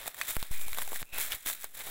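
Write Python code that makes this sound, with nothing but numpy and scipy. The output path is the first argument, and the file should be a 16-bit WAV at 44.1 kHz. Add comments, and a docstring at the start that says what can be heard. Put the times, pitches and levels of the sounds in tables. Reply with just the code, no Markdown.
"""A dry rustle is heard first: someone pushes through bracken over leaf litter, the microphone close by.
Crushed leaves are crowds of tiny random impulses, filtered into a crunch, a crackle and a treble fizz.
Dead twigs snap as damped modes with a burst of noise; the ground and undergrowth return the snaps.
Dull thuds are baseline jumps of the recorder that leak away, and stems scrape as narrow-band noise.
Filtered noise gives the rumble of walking and the faint hush of the wood."""
import sys
import numpy as np
from scipy import signal
from scipy.io import wavfile
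from scipy.ndimage import uniform_filter1d

SR = 44100
rng = np.random.default_rng(int(sys.argv[2]) if len(sys.argv) > 2 else 0)


def transcribe(signal):
    """Save signal, clipped to [-1, 1], as a 16-bit WAV file at the path in sys.argv[1]."""
    frames = np.atleast_2d(signal).T
    limited = np.clip(frames, -1, 1)
    pcm = np.round(limited * 32767).astype(np.int16)
    wavfile.write(sys.argv[1], SR, pcm)


N = 83790  # length in samples

# Loudness of the rustle in time, before the trims below
# [t/s, crunch level/dB, crackle level/dB, treble level/dB]
RUSTLE_LEVELS = [(0, -51.5, -43.5, -45), (0.045, -51, -47.5, -46), (0.072, -43.5, -43, -39),
                 (0.1, -59, -51, -48.5), (0.13, -64, -56, -55), (0.165, -58.5, -52, -48.5),
                 (0.189, -48, -44.5, -40.5), (0.235, -51, -45.5, -42), (0.272, -58.5, -45, -41.5),
                 (0.288, -46, -38, -31), (0.312, -49.5, -38, -32), (0.335, -61, -48, -40),
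                 (0.359, -53, -45.5, -40.5), (0.378, -56, -56, -48), (0.403, -59.5, -44, -41.5),
                 (0.445, -58, -49, -46.5), (0.507, -70, -56, -52.5), (0.517, -52.5, -43, -37.5),
                 (0.571, -60, -47, -42.5), (0.62, -54.5, -49, -38.5), (0.655, -56, -50, -44.5),
                 (0.71, -60, -49, -42.5), (0.765, -52, -47.5, -42.5), (0.791, -43, -37.5, -38),
                 (0.808, -50, -46.5, -38.5), (0.825, -44, -45, -34.5), (0.841, -58, -48, -43),
                 (0.904, -51, -49.5, -42.5), (0.94, -51, -46.5, -38), (0.962, -45, -41.5, -34),
                 (0.982, -68, -47.5, -43.5), (1.018, -46.5, -42.5, -38), (1.035, -75, -72, -60),
                 (1.122, -64, -59, -58), (1.132, -49, -44, -42.5), (1.169, -43.5, -41.5, -39),
                 (1.214, -47.5, -36, -29), (1.257, -54.5, -40.5, -36), (1.295, -53.5, -45.5, -41.5),
                 (1.329, -45.5, -33, -36), (1.351, -55, -43, -38), (1.368, -58, -50.5, -47),
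                 (1.41, -74, -54.5, -50.5), (1.456, -64, -54, -47), (1.461, -48.5, -34, -30.5),
                 (1.5, -49.5, -36.5, -30.5), (1.53, -55, -47, -37.5), (1.56, -65, -51, -46),
                 (1.586, -64, -52, -50.5), (1.61, -68, -53, -44), (1.65, -54.5, -46, -47),
                 (1.685, -76, -62, -55.5), (1.734, -74, -62.5, -56), (1.748, -56.5, -50, -43.5),
                 (1.785, -53.5, -48.5, -42.5), (1.806, -47, -40, -39), (1.829, -57, -48.5, -45.5),
                 (1.87, -46.5, -43.5, -39.5), (1.9, -47.5, -44.5, -42)]
# Relative spectra of the three parts of the rustle [f/Hz, level/dB]
CRUNCH_SPECTRUM = [(40, -22.5), (150, -11.5), (300, -7.5), (650, 0), (1100, -3.5), (1700, -8),
                   (4000, -45.5)]
CRACKLE_SPECTRUM = [(500, -39), (1000, -11), (1500, -1.5), (2200, 1), (2550, -3.5), (2900, -6.5),
                    (3300, -1.5), (3750, 0.5), (4600, -10.5), (6000, -13.5), (9000, -45)]
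FIZZ_SPECTRUM = [(3000, -24), (5500, -8.5), (6400, -8), (7300, -1), (8300, -1.5), (9200, -5), (10500, 0),
                 (12300, -1), (13300, -2.5), (15600, 1.5), (17000, -5)]
CRUNCH_TRIM_DB, CRACKLE_TRIM_DB, FIZZ_TRIM_DB = -4, -3.5, -2.5
# Relative spectrum of the rumble of walking and handling [f/Hz, level/dB]
RUMBLE_SPECTRUM = [(15, 7), (40, -14.5), (90, -10), (200, -28), (600, -51)]
RUMBLE_TRIM_DB = -3  # relative to the crunch level
# Microphone colour on twig cracks and leaf ticks: bright, with two dips [f/Hz, level/dB]
MIC_COLOUR = [(100, -14.5), (700, -11.5), (2000, -0.5), (2900, -4.5), (3700, -2), (5200, -11.5),
              (7500, -0.5), (9200, -3.5), (11000, 1), (16000, 1.5)]
TICKS_PER_S, TICK_DECAY_S = 45, 0.00023
TICKS_DB = -12.5  # relative to the treble level
# Relative spectrum of the hush of the wood [f/Hz, level/dB]
HUSH_SPECTRUM = [(20, 13), (45, 0), (100, -3), (250, -2.5), (700, -5), (2300, -17.5), (3700, -8),
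                 (4800, -23), (6400, -24), (7700, -27), (16000, -12)]
HUSH_DB = -67
# Twig snaps, levels before filtering
# [t/s, pitch f/Hz, knock level/dB, knock decay/s, crack level/dB, crack decay/s]
TWIG_SNAPS = [(.0668, 3900, -39, .0006, -28.5, 0.0014), (.0777, 720, -24.5, 0.0014, -21.5, 0.00087),
              (0.0791, 770, -31.5, 0.0016, -25, 0.0014), (0.145, 1830, -31, 0.0013, -33.5, 0.0013),
              (.2138, 1900, -11.5, 0.00085, -25, 0.00089), (0.2177, 2515, -23.5, 0.0038, -43, 0.0032),
              (.2855, 2040, -30, .001, -28, .0015), (.3068, 1320, -27, 0.0013, -24, .001),
              (0.333, 950, -34, 0.0013, -31, 0.00053), (0.3542, 3200, -43, 0.00072, -26, 0.0011),
              (.3610, 1310, -30, 0.00055, -30, .0005), (.3664, 1780, -15, 0.00025, -19.5, 0.00043),
              (.3668, 840, -17.5, 0.00046, -46, 0.00055), (.4280, 1020, -20.5, 0.00043, -22, 0.00029),
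              (0.428, 4170, -15.5, 0.00023, -35, 0.00025), (.6144, 7500, -26, 0.00068, -29, 0.00037),
              (.6820, 806, -33.5, 0.0022, -26, 0.0012), (.7312, 2230, -19, 0.00079, -23, 0.00044),
              (0.7465, 2270, -23.5, 0.00078, -29, 0.00093), (.7740, 870, -28, .001, -26.5, 0.00073),
              (.7855, 910, -18.5, 0.00051, -22, 0.00044), (.7858, 1840, -20, 0.00075, -42, 0.00034),
              (.8190, 1680, -23.5, 0.00078, -24, 0.00056), (0.8227, 940, -32, 0.00062, -25.5, 0.0013),
              (0.8768, 795, -31, 0.0028, -28.5, 0.0014), (0.9202, 590, -24, .0008, -32, .0005),
              (0.9309, 950, -22.5, 0.00089, -34, 0.00061), (.9597, 1900, -23.5, 0.00093, -26, 0.00066),
              (1.0286, 2090, -16.5, 0.00026, -31, 0.00017), (1.1795, 1960, -27, 0.00093, -28, .0006),
              (1.1842, 1000, -22, 0.00084, -16.5, 0.00033), (1.2055, 3570, -26, .0008, -26, .0008),
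              (1.2150, 3580, -23, 0.0008, -27, .0008), (1.321, 2970, -14, 0.00068, -23, 0.00063),
              (1.3254, 2180, -32, 0.00081, -29, 0.0017), (1.3500, 2400, -34, .0008, -27, 0.00071),
              (1.3562, 1980, -32, 0.00073, -31, 0.00053), (1.4610, 317, -34.5, 0.0033, -27, 0.00063),
              (1.4865, 1980, -31, 0.0012, -21.5, .0006), (1.5, 2000, -25, .0012, -22, .0006),
              (1.5309, 3830, -26.5, .0008, -28.5, .0012), (1.5493, 3880, -36, 0.0012, -34.5, 0.0019),
              (1.6127, 3800, -47, 0.00039, -36, .0004), (1.6236, 1756, -46, 0.00052, -33.5, .001),
              (1.6327, 3700, -35, 0.00065, -28, .0005), (1.6435, 704, -26, 0.0006, -20, 0.00048),
              (1.0550, 2500, -50, .0008, -42, .0005), (1.8016, 890, -33.5, 0.00091, -37, 0.00095),
              (1.8075, 2250, -30, .001, -36, 0.0012)]
# Modes of a twig [multiple of its pitch, level/dB]
TWIG_MODES = [(1, -4), (.66, -15.5), (1.8, -11.5), (3.2, -11)]
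RADIATION_CUTOFF = 0.61  # a twig radiates little below this share of its pitch
SPLINTER_DB, SPLINTER_DECAY_S = -21, 0.0025  # fibres tearing after the break
GROUND_DELAY_S, GROUND_DB = 0.0045, -16
SCATTER_DB, SCATTER_T60_S = -19.5, 0.3  # trunks and undergrowth
# Baseline jumps of the recorder, which leak away and are heard as dull thuds
# [t/s, signed size, rise time constant/s, leak time constant/s]
BASELINE_JUMPS = [(0.3675, .052, 0.00048, 0.08), (0.427, -.026, 0.00053, 0.28),
                  (0.5105, -.054, 0.0019, 0.51), (.667, 0.0087, 0.00033, .12), (.723, 0.012, 0.0014, 0.14),
                  (1.0202, 0.013, .0006, 0.17), (1.0290, 0.015, 0.00024, 0.11),
                  (1.128, -0.01, 0.0024, 0.091), (1.345, 0.013, 0.0015, 0.18),
                  (1.463, -0.0079, 0.0044, .02)]
# Stem scrapes, one list of points for each [t/s, f/Hz, level/dB]
STEM_SCRAPES = [
    [(.515, 2400, -58), (.55, 2390, -51.5), (.62, 2412, -57), (.68, 2334, -52), (.72, 2350, -59)],
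    [(1.04, 2560, -84), (1.07, 2567, -63.5), (1.118, 2570, -63.5), (1.131, 2540, -43), (1.16, 2560, -46),
     (1.19, 2590, -44), (1.22, 2570, -59)],
]
SCRAPE_POLE_WIDTH_HZ = 260  # of each of two cascaded poles
BAND_EDGE_HZ = 15850


def amp(db):
    """A level in decibels is twenty times the logarithm of the amplitude ratio."""
    return 10 ** (np.asarray(db) / 20)


def unit(x):
    """The root mean square measures strength; here it is scaled to 1."""
    return x / np.sqrt(np.mean(x ** 2) + 1e-20)


def add(mix, start_s, sound):
    """Superposition: a sound is summed in place from its start time, cut at the end of the mix."""
    part = mix[round(start_s * SR):][:len(sound)]
    part += sound[:len(part)]


def colour(x, points):
    """Minimum-phase filtering: the Hilbert transform of the log gain gives a causal response."""
    size = 4096
    hz, db = np.transpose(points)
    bin_hz = abs(np.fft.fftfreq(size, 1 / SR))
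    gain_db = np.interp(np.log(bin_hz + 1), np.log(hz), db)
    log_gain = np.log(amp(gain_db))
    taps = np.fft.ifft(np.exp(np.conj(signal.hilbert(log_gain)))).real
    return signal.fftconvolve(x, taps[:size // 2])[:N]


def wander(step_s):
    """Random modulation: straight lines join normal random values, one for each step."""
    steps = np.arange(N) / SR / step_s
    return np.interp(steps, np.arange(N), rng.standard_normal(N))


def leaves(spectrum, clumps_db, per_s, spread_db, own_db, rub_db):
    """Impulsive excitation: tiny cracks of uneven size come in clumps over the rubbing of leaf on leaf."""
    size = amp(spread_db * np.minimum(rng.exponential(1, N), 4))
    sign = rng.choice([-1, 1], N)
    happens = rng.random(N) < per_s / SR
    cracks = unit(size * sign * happens)
    rubbing = amp(rub_db) * rng.standard_normal(N)
    drive = (cracks + rubbing) * amp(clumps_db + own_db * wander(0.003))
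    # even out the slow level, over about 30 ms, but keep the short clumps
    drive /= np.sqrt(uniform_filter1d(drive ** 2, size=1300) + 1e-9)
    return unit(colour(drive, spectrum))


def rustle():
    """Many small fractures sum to crunch, crackle and fizz; the rumble of walking follows the crunch."""
    s, *levels = np.transpose(RUSTLE_LEVELS)
    t = np.arange(N) / SR
    low, mid, high = (amp(np.interp(t, s, db)) for db in levels)
    clumps_db = 1.96 * wander(0.0016)  # shared by all three parts
    crunch = leaves(CRUNCH_SPECTRUM, clumps_db, per_s=700, spread_db=3.5, own_db=-1.5, rub_db=2)
    crackle = leaves(CRACKLE_SPECTRUM, clumps_db, per_s=1500, spread_db=2.0, own_db=1.0, rub_db=2)
    fizz = leaves(FIZZ_SPECTRUM, clumps_db, per_s=3000, spread_db=2.0, own_db=2.0, rub_db=0.0)
    rumble = unit(colour(rng.standard_normal(N), RUMBLE_SPECTRUM))
    litter = amp(CRUNCH_TRIM_DB) * low * crunch + amp(CRACKLE_TRIM_DB) * mid * crackle
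    return litter + amp(FIZZ_TRIM_DB) * high * fizz + amp(RUMBLE_TRIM_DB) * low * rumble


def ticks():
    """Single fractures: each dry leaf breaks with a bright, fast-decaying burst of noise."""
    s, _, _, treble_db = np.transpose(RUSTLE_LEVELS)
    train = (rng.random(N) < TICKS_PER_S / SR) * rng.uniform(0.55, 1, N)
    decay = np.exp(-1 / (TICK_DECAY_S * SR))
    bursts = signal.lfilter([1], [1, -decay], train) * rng.standard_normal(N)
    level_db = TICKS_DB + np.interp(np.arange(N) / SR, s, treble_db)
    return amp(level_db) * unit(colour(bursts, MIC_COLOUR))


def hush():
    """Stationary filtered noise stands for the faint background of the wood."""
    return amp(HUSH_DB) * unit(colour(rng.standard_normal(N), HUSH_SPECTRUM))


def twigs():
    """Fracture and modal ringing: a sharp crack, damped modes whose higher ones die sooner, splintering."""
    knocks, cracks = np.zeros(N), np.zeros(N)
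    t = np.arange(SR // 30) / SR
    for s, hz, knock_db, knock_s, crack_db, crack_s in TWIG_SNAPS:
        ring = np.zeros(len(t))
        for k, db in TWIG_MODES:
            decay = np.exp(-t * np.sqrt(k) / knock_s)
            ring += amp(db) * decay * np.sin(2 * np.pi * hz * k * t)
        radiate = signal.butter(2, RADIATION_CUTOFF * hz, "high", fs=SR)
        add(knocks, s, amp(knock_db) * signal.lfilter(*radiate, ring))
        tear = np.exp(-t / crack_s) + amp(SPLINTER_DB) * np.exp(-t / SPLINTER_DECAY_S)
        add(cracks, s, amp(crack_db) * tear * rng.choice([-1, 1], len(t)))
    return knocks + colour(cracks, MIC_COLOUR)


def surroundings(x):
    """Reflection and scattering: convolution adds a ground bounce and sparse, decaying random echoes."""
    t = np.arange(SR // 3) / SR
    sparse = rng.random(len(t)) < 0.1
    echo = rng.standard_normal(len(t)) * sparse * amp(-60 * t / SCATTER_T60_S)
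    echo *= amp(SCATTER_DB) / np.linalg.norm(echo)
    add(echo, GROUND_DELAY_S, amp([GROUND_DB]))
    return x + signal.fftconvolve(x, echo)[:N]


def baseline_jumps():
    """Step response: the recorder's baseline jumps and leaks away exponentially, heard as dull thuds."""
    baseline, t = np.zeros(N), np.arange(N) / SR
    for s, size, rise_s, leak_s in BASELINE_JUMPS:
        add(baseline, s, size * (1 - np.exp(-t / rise_s)) * np.exp(-t / leak_s))
    return baseline


def scrape(points):
    """Resonance under friction: narrow-band noise on a gliding pitch gives a stem's thin, fuzzy ring."""
    t = np.arange(N) / SR
    s, hz, db = np.transpose(points)
    pole = np.exp(-np.pi * SCRAPE_POLE_WIDTH_HZ / SR)
    drift = rng.standard_normal(N) + 1j * rng.standard_normal(N)
    for _ in range(2):
        drift = signal.lfilter([1 - pole], [1, -pole], drift)
    turns = np.cumsum(np.interp(t, s, hz)) / SR
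    ring = unit((drift * np.exp(2j * np.pi * turns)).real)
    sounding = (t > s[0]) & (t < s[-1])
    return amp(np.interp(t, s, db)) * sounding * ring


def scene():
    """Linear superposition of leaves, hush, twigs, baseline jumps and stems; only the twigs are echoed."""
    stems = sum(scrape(points) for points in STEM_SCRAPES)
    return (rustle() + ticks() + hush() + surroundings(twigs()) + baseline_jumps() + stems)[None]


def record(dry):
    """Band limitation: a linear-phase low-pass sets the recorder's upper edge."""
    lowpass = signal.firwin(401, BAND_EDGE_HZ, window=("kaiser", 8), fs=SR)
    return signal.oaconvolve(dry, lowpass[None], "same")


dry = scene()
out = record(dry)
transcribe(out)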